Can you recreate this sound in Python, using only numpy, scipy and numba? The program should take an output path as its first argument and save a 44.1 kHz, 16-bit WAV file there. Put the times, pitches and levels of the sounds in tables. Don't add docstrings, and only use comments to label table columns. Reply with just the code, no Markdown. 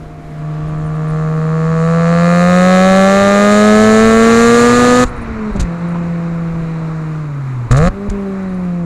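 import sys
import numpy as np
from scipy import signal
from scipy.fft import rfft, irfft, next_fast_len
from scipy.io import wavfile
from scipy.ndimage import uniform_filter1d
from numba import njit

SR = 44100
rng = np.random.default_rng(int(sys.argv[2]) if len(sys.argv) > 2 else 0)


def linear_from_db(decibels):
    return 10 ** (np.asarray(decibels, float) / 20)


def digitize_waveform(pressure):
    field = np.atleast_2d(pressure).T
    bounded = np.clip(field, -1, 1)
    quanta = np.round(bounded * 32767).astype(np.int16)
    wavfile.write(sys.argv[1], SR, quanta)


N = 390279
MID_REVS_HZ = 185

# t/s, f/Hz
PULL_REVS = [(0, 155.7), (.35, 152.3), (1.4, 157.6), (1.8, 162.3), (2.3, 173), (3, 191.9), (3.9, 218),
             (4.5, 234.9), (5.04, 250.2)]
COAST_REVS = [(5.25, 229.7), (5.451, 212.8), (5.54, 208), (5.58, 189.7), (5.68, 168.7), (5.851, 172),
              (6.4, 167.7), (7.18, 155.2), (7.68, 116.3)]
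BLIP_REVS = [(7.71, 115.6), (7.78, 141.5), (7.861, 178.8), (7.895, 188.7), (7.971, 198), (8.06, 203.3),
             (8.2, 197.8), (8.4, 190.8), (8.85, 169.6)]
# t/s, opening/0-1
PEDAL = [(.25, 0), (.6, .05), (1.05, .25), (1.15, .35), (1.4, .4), (1.9, .64), (2.3, .86), (2.75, 1.0),
         (5.04, 1.0), (5.055, 0), (7.705, 0), (7.71, .85), (7.78, .75), (7.883, .85), (7.895, 0)]
# deepest t/s, change level/dB, fall/s, recovery/s
STUMBLES = [
    (.23, -13.5, 4.3, 0.23),
    (5.119, -19.5, 0.17, 0.34),
    (5.53, -27, .022, 0.024),
    (5.557, 7.5, .015, .02),
    (5.63, -9, 0.1, 0.058),
    (5.79, -5, 0.11, 0.049),
    (7.703, -16, 0.046, 0.0082),
    (7.895, -8, 0.016, 0.035),
    (7.9, -9.5, 0.017, 0.2),
    (8.105, -23, .025, 0.011),
]
# firing f/Hz, shut level/dB, wide open level/dB
BOOM_ANSWER = [(115, -18, -2.5), (149.4, -21, -6), (178.5, -16, -9), (180, -18, -8.5), (193, -20.5, -10),
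               (198, -19.5, -13), (212, -18.5, -8), (247, -15.5, -11.5)]
OCTAVE_ANSWER = [(116, -39.5, -14), (149, -37.5, -29.5), (191, -31.5, -54), (198, -23.5, -51),
                 (213.5, -27, -25), (240, -28, -19), (226, -41, -28.5), (270, -43, -46.5)]
BARK_ANSWER = [(127, -61, -12.5), (139, -43, -5.5), (160.5, -38.5, -11), (172, -31, -10.5),
               (179, -33.5, -9), (216.3, -35.5, -9), (243.7, -27.5, -15.5), (245, -37.5, -13)]
# t/s, level/dB
WHINE = [(0, -43), (.5, -39), (1.2, -38), (2, -54), (8.85, -66)]
# f/Hz, width/Hz, level/dB, dull rotor share/0-1
BARK_MODES = [(484, 44, 6, 0.99), (586, 140, 2, 1), (752, 60, 0.5, 0.29)]
HOT_MODES = [(1222, 215, 11.5, 0.48), (1640, 200, -1, 0.29)]
COOL_MODES = [(1148, 71, 2, 0), (1320, 68, -8.5, 0), (980, 83, -8, .1), (1690, 110, -12, 0)]
EDGE_MODES = [(1716, 180, 0.5, 0.044), (2007, 200, -3.5, 0.15), (2410, 85, -4, 0.022),
              (2990, 200, -35, 0.13), (3784, 73, -10, 0.15), (3950, 133, -12.5, .1), (4150, 250, -10.5, .1)]
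# f/Hz, level/dB
GAS_COLOUR = [(1500, -20.5), (2500, -5.5), (3300, -11), (3700, -5), (4200, -3.5), (4700, -7.5), (5400, -10),
              (6000, -6.5), (7100, 1), (8000, -8.5), (10000, -14), (12500, -26.5), (14500, -41),
              (15300, -52)]
# t/s, hiss level/dB, length/s
PUFFS = [
    (5.036, -43.5, 0.054),
    (5.558, -45, 0.015),
    (5.595, -27, .022),
    (5.621, -39, 0.015),
    (7.709, -29.5, 0.02),
    (7.764, -32, 0.023),
    (8.097, -32.5, 0.007),
    (8.105, -53, 0.014),
]
# t/s, peak level/dB, f/Hz, decay/s, first swing/+-1
SURGES = [
    (5.05, -2, 37.2, 0.027, -0.25),
    (5.515, -19, 45, .03, 0.9),
    (5.595, -4, 66, 0.0099, 0.8),
    (5.613, -11, 48, 0.025, -0.94),
    (7.709, -8, 49, 0.03, 1),
    (7.884, -4, 38.24, 0.013, -0.43),
    (8.087, -5, 71, 0.0091, 0.61),
    (8.093, -9.5, 39.5, 0.035, 0.59),
]
# t/s, peak level/dB, upper mode level/dB
TAG_KNOCKS = [(0.1361, -63, -9), (0.2119, -65, -12), (0.3072, -62, -16), (0.385, -52, -19),
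              (0.6784, -51, 0), (0.6954, -56, -24), (0.7816, -58, -3), (0.843, -57, -5), (0.8609, -48, -14),
              (0.9522, -53, -18), (1.0799, -48, 1), (1.0994, -45, -12), (5.0894, -48, -4),
              (5.1644, -50, -13), (5.2165, -44, -15), (5.5303, -52, -9), (5.7394, -62, -11),
              (5.7867, -56, -8), (5.8855, -49.5, -2), (5.908, -53, -8), (6.0938, -66, -24),
              (8.299, -67, -9), (8.4257, -55, -21), (8.4906, -55, -7), (8.54, -52, -10), (8.5919, -61, -10),
              (8.6393, -59, -16)]
# t/s, peak level/dB, f/Hz, ring/s
STONE = (5.957, -15, 1000, .025)
# f/Hz, level/dB
ROAD_COLOUR = [(60, -10), (130, 10), (300, 4.5), (780, 0), (1150, 5.5), (1800, -4.5), (2400, -7),
               (2800, -17), (3400, -25), (3900, -16.5), (5000, -27), (7000, -26), (10000, -39),
               (13500, -58)]
# t/s, level/dB
ROAD_LEVEL = [(0, -42.5), (1, -36.5), (2.5, -29), (5.6, -28.5), (6.3, -31.5), (7.5, -33), (8.3, -33),
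              (8.85, -36.5)]
# peak t/s, level/dB, half length/s
GUSTS = [(.75, -42, 0.15), (1.333, -47, 0.13), (3.97, -33, .17), (4.804, -37, 0.098), (5.149, -39, 0.31),
         (5.598, -23, 0.057), (6.097, -55, 0.15), (6.565, -46, 0.13), (7.86, -24.5, 0.068),
         (8.3, -55, 0.35)]


def engine():
    hz, pedal, stumble = controls()
    turns = np.cumsum(hz / 2 * (1 + 0.00187 * walk(25))) / SR
    tones = firing_tones(hz, pedal, stumble, turns)
    pulses = exhaust_pulses(hz, pedal, stumble, turns)
    return tones + pulses + gas(hz, pedal, stumble, turns) + rush(hz, pedal)


def controls():
    t = np.arange(N) / SR
    hz, = curves(PULL_REVS + COAST_REVS + BLIP_REVS)
    pedal = np.clip(curves(PEDAL)[0], 0, 1)
    stumble = sum(np.interp(t, (s - fall, s, s + back), (0, db, 0)) for s, db, fall, back in STUMBLES)
    return hz, pedal, (1 - pedal) * stumble


def blend(pedal, shut_db, full_db):
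    return shut_db + pedal * (full_db - shut_db)


def unfuelled(pedal):
    return np.exp(-pedal / 0.012)


def answer(rows, hz):
    firing_hz, shut_db, full_db = np.transpose(rows)
    return np.interp(hz, firing_hz, shut_db), np.interp(hz, firing_hz, full_db)


def firing_tones(hz, pedal, stumble, turns):
    angle = 2 * np.pi * turns
    shaft_db = -20 + 0.17 * (hz - 207.5) + 3.1 * walk(15)
    boom = linear_from_db(shaft_db) * np.sin(angle + 0.39) - np.sin(2 * angle + 0.3)
    boom_db = blend(pedal, *answer(BOOM_ANSWER, hz)) + stumble
    whine = linear_from_db(curves(WHINE)[0]) * np.sin(9 * angle)
    load = 0.5 + 0.5 * np.tanh((pedal - 0.7) / 0.2)
    light_db, full_db = answer(OCTAVE_ANSWER, hz)
    octave_gain = load * linear_from_db(full_db) - (1 - load) * linear_from_db(light_db + 0.72 * stumble)
    octave = octave_gain * linear_from_db(1.4 * walk(30)) * np.sin(4 * angle)
    return np.sqrt(2) * (linear_from_db(boom_db + 0.08 * walk(40)) * boom + whine + octave)


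def firings(turns):
    firing = np.arange(1, int(2 * turns[-1]))
    late, strong = rng.standard_normal((2, len(firing)))
    at = np.interp(firing / 2, turns, np.arange(N)) + 9e-6 * SR * late
    size = linear_from_db(0.14 * strong)
    return clicks(at[::2], size[::2]), clicks(at[1::2], size[1::2])


def exhaust_pulses(hz, pedal, stumble, turns):
    sharp, dull = firings(turns)
    puff = rng.standard_normal(N) * (0.47 + np.exp(-(2 * turns % 1) / 0.39))
    off_middle_hz = np.abs(hz - MID_REVS_HZ)

    bark_db = blend(pedal, *answer(BARK_ANSWER, hz)) + 0.38 * stumble + 2.4 * np.maximum(stumble, 0)
    lag = np.clip(0.036 * (hz - 193), 0, 0.4)
    bark = linear_from_db(bark_db) * pipe(BARK_MODES, sharp, dull * (1 - lag), 0.0081 * puff, low_hz=382, top_hz=778)

    hot = pipe(HOT_MODES, sharp, dull * pedal ** 0.9, 0.0027 * puff, low_hz=1000, top_hz=2077)
    cool = pipe(COOL_MODES, sharp, dull, 0.002 * puff, low_hz=890, top_hz=1900)
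    crack_db = blend(pedal, -42, -16.5 + 0.0046 * off_middle_hz) - 27.5 * unfuelled(pedal)
    crack = linear_from_db(crack_db) * (pedal ** 1.27 * hot + 1.38 * (1 - pedal ** 1.66) * cool)

    edge_db = crack_db - 4.5 + 19 * (pedal - 1) - 0.075 * off_middle_hz
    edge = linear_from_db(edge_db) * pipe(EDGE_MODES, sharp, dull, 0.0025 * puff, low_hz=1450, top_hz=5400)
    return bark + crack + edge


def pipe(modes, sharp, dull, puff, low_hz, top_hz):
    ring = 0
    for hz, width, db, share in modes:
        ring = ring + linear_from_db(db) * svf(sharp + share * dull + puff, float(hz), float(width))
    band = signal.butter(2, (low_hz, top_hz), "band", fs=SR, output="sos")
    return -unit(signal.sosfiltfilt(band, ring))


def gas(hz, pedal, stumble, turns):
    t, angle = np.arange(N) / SR, 2 * np.pi * turns
    gas_db = blend(pedal, -63, -33 + 0.1135 * (hz - MID_REVS_HZ)) + 0.47 * stumble + 2.2
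    depth = 0.17 * np.clip(1.3 - hz / 230, 0, 1)
    throb = 1 + depth * (np.cos(2 * angle + 2.0) + 0.5 * np.cos(angle))
    burn = np.zeros(N)
    for s, db, length in PUFFS:
        burn += linear_from_db(db) * np.interp(t, s + length * np.array([0, 0.2, 0.8, 1.2]), [0, 1, 1, 0])
    hiss = (linear_from_db(gas_db) * throb + burn) * roar(GAS_COLOUR, swell_db=0.4, flicker_db=1.0, rate=20)
    return hiss + linear_from_db(-6.5) * burn * twice_filtered_noise(1500.0, 2600.0, 1800.0, 3000.0)


def rush(hz, pedal):
    rush_db = blend(pedal, -39, -30) - 20 * unfuelled(pedal) + 0.18 * pedal * (hz - MID_REVS_HZ)
    return linear_from_db(rush_db + 1.5 * walk(14)) * twice_filtered_noise(150.0, 750.0, 220.0, 1700.0)


def surges():
    out, t = np.zeros(N), np.arange(SR // 4) / SR
    for s, db, hz, decay, swing in SURGES:
        i = int(s * SR)
        out[i:i + len(t)] += 1.73 * swing * linear_from_db(db) * np.sin(2 * np.pi * hz * t) * np.exp(-t / decay)
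    return out


def tag():
    s, db, upper_db = np.transpose(TAG_KNOCKS)
    out, t = 0, np.arange(SR // 8) / SR
    lag = rng.uniform(0, 0.013, (len(s), 3))
    lag[:, 0] = 0
    at = ((s[:, None] + lag) * SR).ravel()
    for hz, level_db in ((9010, db), (9730, db + upper_db)):
        hits = clicks(at, np.repeat(0.94 * linear_from_db(level_db), 3))
        ring = np.sin(2 * np.pi * hz * t) * 1000 ** (-t / 0.05)
        out = out + signal.fftconvolve(hits, ring)[:N]
    return out


def stone():
    s, db, hz, ring = STONE
    t = np.maximum(np.arange(N) / SR - s, 0)
    return linear_from_db(db) * np.sin(2 * np.pi * hz * t) * 1000 ** (-t / ring)


def road():
    tyres = linear_from_db(curves(ROAD_LEVEL)[0]) * roar(ROAD_COLOUR, swell_db=0.8, flicker_db=1.5, rate=9)
    body = linear_from_db(-39 + 1.1 * walk(10)) * unit(svf(rng.standard_normal(N), 261.0, 68.0))
    return tyres + body


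def wind():
    t = np.arange(N) / SR
    buffet = twice_filtered_noise(25.0, 100.0, 25.0, 120.0) * linear_from_db(3.1 * walk(8.3))
    strength = linear_from_db(-42) + sum(linear_from_db(db) * np.exp(-((t - s) / half) ** 2) for s, db, half in GUSTS)
    return linear_from_db(5.5) * strength * buffet


def roar(shape, swell_db, flicker_db, rate):
    out, swell = 0, swell_db * walk(rate / 4)
    low_hz, top_hz = shape[0][0], shape[-1][0]
    for hz in low_hz * 2 ** np.arange(0, np.log2(top_hz / low_hz), 0.5):
        band = svf(rng.standard_normal(N), hz, hz / 3)
        out = out + linear_from_db(swell + flicker_db * walk(rate)) * band
    return unit(colour(out, shape))


def colour(x, shape):
    hz, db = np.transpose(shape)
    size = next_fast_len(N)
    f = np.fft.rfftfreq(size, 1 / SR) + 1
    gain = linear_from_db(np.interp(np.log(f), np.log(hz), db, right=-120))
    return irfft(rfft(x, size) * gain, size)[:N]


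def twice_filtered_noise(hz, width, second_hz, second_width):
    return unit(svf(svf(rng.standard_normal(N), hz, width), second_hz, second_width))


@njit
def svf(x, hz, width):
    y, band, low = np.empty(len(x)), 0., 0.
    g, k = np.tan(np.pi * hz / SR), width / hz
    for i in range(len(x)):
        v = (band + g * (x[i] - low)) / (1 + g * (g + k))
        band, low = 2 * v - band, low + 2 * g * v
        y[i] = k * v
    return y


def walk(rate):
    k = int(SR / rate)
    held = np.repeat(rng.standard_normal(N // k + 1), k)
    return 1.32 * uniform_filter1d(uniform_filter1d(held, k), k)[:N]


def clicks(at, size):
    out, i = np.zeros(N + 2), np.clip(at, 0, N).astype(int)
    np.add.at(out, i, size * (1 - at % 1))
    np.add.at(out, i + 1, size * (at % 1))
    return out[:N]


def curves(rows):
    s, *columns = np.transpose(rows)
    return [np.interp(np.arange(N) / SR, s, c) for c in columns]


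def unit(x):
    return x / np.sqrt(np.mean(x ** 2))


def scene():
    return (engine() + surges() + tag() + stone() + road() + wind())[None]


def top_cut(x):
    return signal.sosfilt(signal.butter(12, 15600, fs=SR, output="sos"), x)


def record(dry):
    clipped = np.clip(dry, -0.98, 0.98)
    mix = signal.sosfilt(signal.butter(4, 13500, fs=SR, output="sos"), clipped)
    return top_cut(mix)


dry = scene()
out = record(dry)
digitize_waveform(out)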